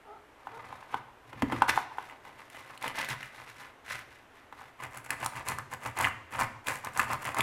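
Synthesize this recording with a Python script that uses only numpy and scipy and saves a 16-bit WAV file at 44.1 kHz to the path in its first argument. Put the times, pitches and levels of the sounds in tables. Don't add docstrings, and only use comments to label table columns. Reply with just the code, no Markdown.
import sys
import numpy as np
from scipy import signal
from scipy.io import wavfile
from scipy.ndimage import uniform_filter1d

SR = 44100
rng = np.random.default_rng(int(sys.argv[2]) if len(sys.argv) > 2 else 0)


def transcribe(u):
    v = np.clip(np.atleast_2d(u).T, -1, 1)
    q = np.round(v * 32767).astype(np.int16)
    wavfile.write(sys.argv[1], SR, q)


N = 327222
TIME = np.arange(N) / SR


def amp(db):
    return 10 ** (np.asarray(db) / 20)


def between(ends_db, share):
    return np.interp(share, [0, 1], ends_db)


def evened(x):
    return x / np.sqrt(np.mean(x ** 2) + 1e-20)


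def peaked(x):
    return x / np.max(np.abs(x))


def read(points, hz):
    point_hz, value = np.transpose(points)
    return np.interp(np.log(hz + 1), np.log(point_hz + 1), value)


def add(mix, s, sound):
    part = mix[round(s * SR):][:len(sound)]
    part += sound[:len(part)]


def colour(x, spectrum, size=2048):
    hz = abs(np.fft.fftfreq(size, 1 / SR))
    log_gain = np.log(amp(read(spectrum, hz)))
    response = np.exp(np.conj(signal.hilbert(log_gain)))
    ring = np.fft.ifft(response).real[:size // 2]
    return signal.oaconvolve(x, ring / np.linalg.norm(ring))[:len(x)]


def ringing(modes):
    t = TIME[:SR // 2]
    out = np.zeros(len(t))
    for k, (hz, db, t60) in enumerate(modes):
        decay = amp(db - 60 * t / t60)
        out += (-1) ** k * decay * np.sin(2 * np.pi * hz * t)
    return out


def crack(spectrum, t60, rise_s):
    t = TIME[:SR // 2]
    envelope = peaked((1 - np.exp(-t / rise_s)) * amp(-60 * t / t60))
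    return colour(rng.standard_normal(len(t)) * envelope, spectrum)


# frequency in Hz, relative level in dB.
AIR_COLOUR = [(25, -16.5), (50, -11.5), (108, -10), (170, -19), (260, -10.5), (600, -11.5), (900, -10.5),
              (1800, -15), (3000, -22.5), (4700, -33), (13500, -39), (16000, -61)]


def still_air(level_db=-58):
    return amp(level_db) * colour(rng.standard_normal(N), AIR_COLOUR, size=8192)


# frequency in Hz, relative level in dB.
ECHO_COLOUR = [(100, 5), (2500, -2.5), (6000, -3), (14000, -3.5)]


def tail(decay, gap_s):
    hz, t, bands = signal.stft(rng.standard_normal(SR), SR, nperseg=256)
    start_db = read(ECHO_COLOUR, hz)[:, None]
    level_db = start_db - 60 * t / read(decay, hz)[:, None]
    echo = signal.istft(bands * amp(level_db), SR)[1][:SR]
    echo *= np.clip(TIME[:SR] / gap_s - 1, 0, 1)
    return echo / np.linalg.norm(echo)


# frequency in Hz, 60 dB decay time in seconds.
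NEAR_WALLS = [(100, 0.34), (1000, 0.24), (2200, 0.4), (6000, 0.18), (14000, 0.3)]
# frequency in Hz, 60 dB decay time in seconds.
WHOLE_ROOM = [(100, 0.8), (1000, 0.7), (2500, 0.78), (6000, 0.73), (14000, 0.16)]


def room_echo(paper, blows):
    room = tail(NEAR_WALLS, gap_s=0.0013) + amp(-6.5) * tail(WHOLE_ROOM, gap_s=0.013)
    return signal.fftconvolve(amp(-10) * paper + amp(-10.5) * blows, room)[:N]


# frequency in Hz, relative level in dB, 60 dB decay time in seconds.
RINGING_THINGS = [(519, -7, .3), (760, -2, .3), (930, -3, .2), (1004, 0, .15), (1074, -1, .2),
                  (1190, -3, .2), (1309, -5, .2), (1487, -3, .25), (1764, -2, .2), (1991, -1, .25),
                  (2113, -3, .2), (2376, -3, .2), (2883, -6, .25)]


def sympathetic_ringing(paper, blows, paper_db=-18, blow_db=-22):
    rings = ringing(RINGING_THINGS)
    drive = amp(paper_db) * paper + amp(blow_db) * blows
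    return signal.fftconvolve(drive, rings / np.linalg.norm(rings))[:N]


def grains(per_s, spread_db, clump_db, clump_s):
    size = amp(spread_db * np.minimum(rng.exponential(1, N), 4))
    slips = size * rng.choice([-1, 1], N) * (rng.random(N) < per_s / SR)
    knots = np.arange(0, N / SR + 1, clump_s)
    clumps = np.interp(TIME, knots, rng.uniform(-1, 1, len(knots)))
    return evened(slips * amp(clump_db * clumps))


def gestures(rows, mix, sharpness, rise, hiss_lead_s=0):
    out = np.zeros((4, N))
    for peak, length, db, crisp in rows:
        phase = np.arange(0, length, 1 / SR) / length
        speed = np.interp(phase, [0, rise, 1], [0, 1, 0]) ** sharpness
        levels_db = [db] + [db + between(ends_db, crisp) for ends_db in mix]
        for gain, level_db, lead_s in zip(out, levels_db, (0, 0, hiss_lead_s, 0)):
            add(gain, peak - rise * length - lead_s, amp(level_db) * speed)
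    return out


# frequency in Hz, relative level in dB.
HOLLOW_COLOUR = [(100, -28), (250, -12), (400, -14.5), (540, -6), (700, -7), (980, 2), (1150, 0.5),
                 (1450, -8), (2100, -15.5), (4000, -30.5), (12000, -53)]
# frequency in Hz, relative level in dB.
SHEET_COLOUR = [(300, -18), (900, -14), (1400, -1), (2050, -0.5), (2850, -8.5), (3600, -18.5),
                (5500, -19.5), (12000, -73.5)]
# frequency in Hz, relative level in dB.
PUSH_COLOUR = [(25, -79), (50, -28), (80, -10), (110, 2.5), (150, -8), (190, -17), (260, -17.5),
               (450, -22.5), (1500, -67)]


def rub(gains, slips, fine, hiss_colour):
    body, sheet, hiss, push = gains
    hollow = colour(body * slips, HOLLOW_COLOUR)
    rasp = colour(sheet * evened(slips + fine), SHEET_COLOUR)
    bright = colour(hiss * fine, hiss_colour)
    rumble = colour(push * rng.standard_normal(N), PUSH_COLOUR)
    return hollow + rasp + bright + rumble


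# start in seconds, end in seconds, base pitch in Hz, relative level in dB.
SQUEAKS = [(0.02, 0.225, 430.3, -53.5), (.48, 0.642, 447, -52.5)]
# multiple of the base pitch, relative level in dB.
SQUEAK_PARTIALS = [(0.998, 1.5), (1.569, -4.5), (1.998, 4.5), (3.039, -0.5)]


def squeaks(waver=0.0544):
    out = np.zeros(N)
    for start, end, hz, db in SQUEAKS:
        drift = evened(uniform_filter1d(rng.standard_normal(N), size=400))
        drift = drift[:int((end - start) * SR)]
        turns = np.cumsum(hz * (1 + waver * drift)) / SR
        note = sum(amp(part_db) * np.sin(2 * np.pi * k * turns) for k, part_db in SQUEAK_PARTIALS)
        add(out, start, amp(db) * note * np.hanning(len(note)))
    return out


# peak time in seconds, length in seconds, relative force in dB, crispness from 0 to 1.
SLIDES = [(.14, 0.2, -64, 0), (.59, 0.62, -49, 0.58), (.74, 0.27, -52.5, 0), (.935, 0.15, -46, 0.64),
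          (1.38, 0.41, -51.5, 1), (1.56, .24, -40.5, 0.88)]
# dull level, crisp level, both in dB against the force.
SLIDE_MIX = [(-13, -4.5), (-21.5, -14.5), (-28, 1.5)]
# frequency in Hz, relative level in dB.
RUSTLE_COLOUR = [(1200, -65), (3500, 5.5), (5500, -1), (8000, -2.5), (11000, -3), (15000, -12),
                 (16500, -28)]


def sliding(level_db=-1.0):
    slips = grains(per_s=2500, spread_db=3, clump_db=10, clump_s=0.006)
    fine = grains(per_s=7000, spread_db=0.5, clump_db=10, clump_s=0.0079)
    gains = gestures(SLIDES, SLIDE_MIX, sharpness=1.1, rise=0.38)
    return amp(level_db) * rub(gains, slips, fine, RUSTLE_COLOUR)


# start in seconds, knock level in dB, weight from 0 to 1.
KNOCKS = [(0.4701, -27, 0.33), (0.726, -30, 0.54), (0.9419, -16, 0.42), (1.329, -35, 1), (1.421, -17, 1),
          (1.5213, -22.5, 1), (1.528, -25, 0.88), (1.572, -43, 1), (1.620, -5, 0.34), (1.683, -18, 0.56),
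          (1.7753, -11, 0), (1.983, -21.5, 0.3), (2.252, -38, 0.2), (4.525, -32.5, .7), (4.612, -35, 0.3)]
# frequency in Hz, relative level in dB, 60 dB decay time in seconds.
KNOCK_MODES = [(817, -2, 0.02), (992, 1.5, 0.012), (1500, -9, 0.017)]
# frequency in Hz, relative level in dB, 60 dB decay time in seconds.
BENCH_MODES = [(58, -7, 0.13), (107, -1.5, 0.12), (163, -9, 0.08), (259, 1, 0.08), (328, -3, 0.07)]
# frequency in Hz, relative level in dB.
CLACK_COLOUR = [(150, -20), (420, 1), (700, 3.5), (1300, 1), (2100, -0.5), (3300, -8.5), (5000, -24),
                (9000, -24.5), (15000, -31)]
# frequency in Hz, relative level in dB.
THUD_COLOUR = [(30, -24), (65, -6.5), (130, -5), (260, 8), (500, -1.5), (750, -30), (2000, -46)]


def knocks(thud_lag_s=0.00485, clack_db=(-21, -5.5), thud_db=(-48, -2.5)):
    out = np.zeros(N)
    knock, boom = peaked(ringing(KNOCK_MODES)), peaked(ringing(BENCH_MODES))
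    for s, db, weight in KNOCKS:
        clack = crack(CLACK_COLOUR, t60=0.025, rise_s=0.00077)
        thud = amp(-5.5) * boom + amp(-7.5) * crack(THUD_COLOUR, t60=0.081, rise_s=0.00088)
        add(out, s, amp(db) * (knock + amp(between(clack_db, weight)) * clack))
        add(out, s + thud_lag_s, amp(db + between(thud_db, weight)) * thud)
    return out


def flap(hz, t60=0.0095, lower=0.79, lower_db=-11, upper=1.486, upper_db=-5):
    return peaked(ringing([(hz * lower, lower_db, t60), (hz, 0, t60), (hz * upper, upper_db, t60)]))


# frequency in Hz, relative level in dB.
GRIT_COLOUR = [(1200, -19), (3200, -5.5), (4500, -2), (5600, -6), (7300, 1), (8800, -1.5), (10300, -0.5),
               (13000, -6.5), (15200, -16), (16500, -1)]


def tear(level_db=2, tick_db=5, scatter_db=1.5):
    spectrum = [(hz, db + scatter_db * rng.standard_normal()) for hz, db in GRIT_COLOUR]
    tick = peaked(colour(signal.unit_impulse(SR // 2), spectrum))
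    return amp(level_db) * crack(spectrum, t60=0.011, rise_s=0.00081) + amp(tick_db) * tick


CATCH_HZ = [1010, 1994]


def catches(gains, per_s=18, flap_db=16.5, crack_db=7.5, spread_db=14):
    body, sheet, hiss, push = gains
    out = np.zeros(N)
    for hz, swing in zip(CATCH_HZ, (body, sheet)):
        clicks = (rng.random(N) < per_s / SR) * amp(-spread_db * rng.random(N))
        out += amp(flap_db) * signal.oaconvolve(clicks * swing, flap(hz))[:N]
        out += amp(crack_db) * signal.oaconvolve(clicks * hiss, tear())[:N]
    return out


# peak time in seconds, length in seconds, relative force in dB, crispness from 0 to 1.
RUSTLES = [(1.695, .045, -28.5, 0.54), (1.76, 0.18, -45.5, 0.71), (2.02, 0.39, -51.5, 0.16),
           (2.268, 0.12, -49, 0), (2.41, 0.3, -58.5, 0.43), (2.565, 0.19, -50.5, 0.3),
           (2.7, 0.26, -52, 0.18), (2.853, 0.14, -37, 0.16), (2.995, 0.16, -39.5, 0.69),
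           (3.108, 0.074, -32.5, 0.5), (3.225, 0.19, -57.5, 1), (3.385, 0.22, -50.5, 0.35),
           (3.495, 0.097, -56, 0.84), (3.607, 0.22, -52.5, 0.54), (3.925, 0.22, -48, 1),
           (4.13, .26, -66, .9), (4.38, .2, -70, 1), (4.61, 0.23, -54, 0.3)]
# dull level, crisp level, both in dB against the force.
RUSTLE_MIX = [(-6, 9), (-14, -1.5), (-15.5, -10.5)]


def handling():
    slips = grains(per_s=1100, spread_db=4.0, clump_db=10, clump_s=0.006)
    fine = grains(per_s=4500, spread_db=2.0, clump_db=7, clump_s=0.004)
    gains = gestures(RUSTLES, RUSTLE_MIX, sharpness=1.265, rise=0.41, hiss_lead_s=0.0022)
    return rub(gains, slips, fine, RUSTLE_COLOUR) + catches(gains)


# start in seconds, flap level in dB, pitch of the sheet in Hz, relative crack level in dB.
SNAPS = [(2.098, -35, 1930, -61), (2.5, -42.5, 2110, -49.5), (2.776, -36.5, 2840, -49.5),
         (2.826, -29, 2310, -41), (2.879, -21.5, 2070, -38), (3.046, -28, 2300, -41.5),
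         (3.088, -27, 1800, -35), (3.2297, -26, 1920, -47), (4.9726, -36, 1210, -39.5),
         (5.1052, -16.5, 1740, -27), (5.2453, -35, 960, -36), (5.261, -19, 940, -26.5),
         (5.4856, -27, 2400, -27), (5.5856, -23, 1110, -37.5), (5.7369, -31.5, 1040, -39.5),
         (5.8607, -23, 1020, -40), (5.9728, -32, 920, -38.5), (5.9876, -31, 910, -31),
         (6.0107, -19, 1000, -29.5), (6.0443, -12.5, 2030, -38), (6.0501, -12, 1890, -41),
         (6.0713, -15, 1160, -51), (6.3912, -19.5, 1030, -40), (6.3983, -20, 950, -36),
         (6.408, -23, 1070, -46), (6.6705, -23, 2460, -34.5), (6.684, -20, 1680, -31),
         (6.847, -43, 1070, -35.5), (6.9742, -25, 1000, -32.5), (6.9945, -10.5, 1180, -30),
         (6.9983, -13, 1770, -33), (7.1323, -20.5, 980, -34.5), (7.3453, -23, 1020, -37),
         (7.3852, -21, 980, -31.5), (7.4067, -12, 2330, -27.5)]


def snaps(recoil_db=-31):
    out, boom = np.zeros(N), peaked(ringing(BENCH_MODES))
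    for s, flap_db, hz, crack_db in SNAPS:
        swing = flap(hz) + amp(recoil_db) * boom
        add(out, s, amp(flap_db) * swing + amp(crack_db) * tear())
    return out


# peak time in seconds, length in seconds, relative force in dB, bite from 0 to 1.
STROKES = [(4.838, .13, -42.5, 0.3), (4.97, 0.17, -48.5, 0.5), (5.06, 0.055, -50.5, 0.83),
           (5.125, 0.08, -36, .1), (5.232, .13, -39, 0.43), (5.378, 0.15, -41.5, 0.41),
           (5.505, .12, -37.5, 0.64), (5.595, 0.076, -44.5, 0), (5.735, 0.073, -43, 0.55),
           (5.868, .13, -38, 0.26), (5.995, 0.1, -35, 0.3), (6.05, 0.12, -33, 0.7), (6.35, .1, -40.5, 0.46),
           (6.418, 0.089, -30.5, 0.53), (6.695, 0.082, -39, 0.7), (6.74, 0.2, -45.5, 0.92),
           (6.865, 0.098, -38.5, 0), (7.003, 0.16, -36.5, 0.63), (7.12, 0.12, -34.5, 0.3),
           (7.272, 0.17, -38, 0.5), (7.395, 0.12, -33.5, 0.23)]
# level at no bite, level at full bite, in dB against the force.
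STROKE_MIX = [(-7.5, 1.5), (-17.5, 0), (-10.5, -11.5)]


def sanding(level_db=1.5, lean_s=5.55, lean_width_s=0.25, lean_db=7):
    slips = grains(per_s=1800, spread_db=3.0, clump_db=6.5, clump_s=0.0056)
    fine = grains(per_s=4500, spread_db=5.5, clump_db=10, clump_s=0.0024)
    gains = gestures(STROKES, STROKE_MIX, sharpness=1.425, rise=0.55, hiss_lead_s=0.0026)
    lean = np.exp(-((TIME - lean_s) / lean_width_s) ** 2)
    gains[3] *= amp(lean_db * lean)
    return amp(level_db) * rub(gains, slips, fine, GRIT_COLOUR) + catches(gains)


def scene():
    paper = sliding() + squeaks() + handling() + snaps() + sanding()
    blows = knocks()
    surroundings = still_air() + room_echo(paper, blows) + sympathetic_ringing(paper, blows)
    return (surroundings + blows + paper)[None]


def record(dry, edge_hz=15900):
    low_pass = signal.firwin(255, edge_hz, window=("kaiser", 8), fs=SR)
    return signal.oaconvolve(dry, low_pass[None], "same")


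dry = scene()
out = record(dry)
transcribe(out)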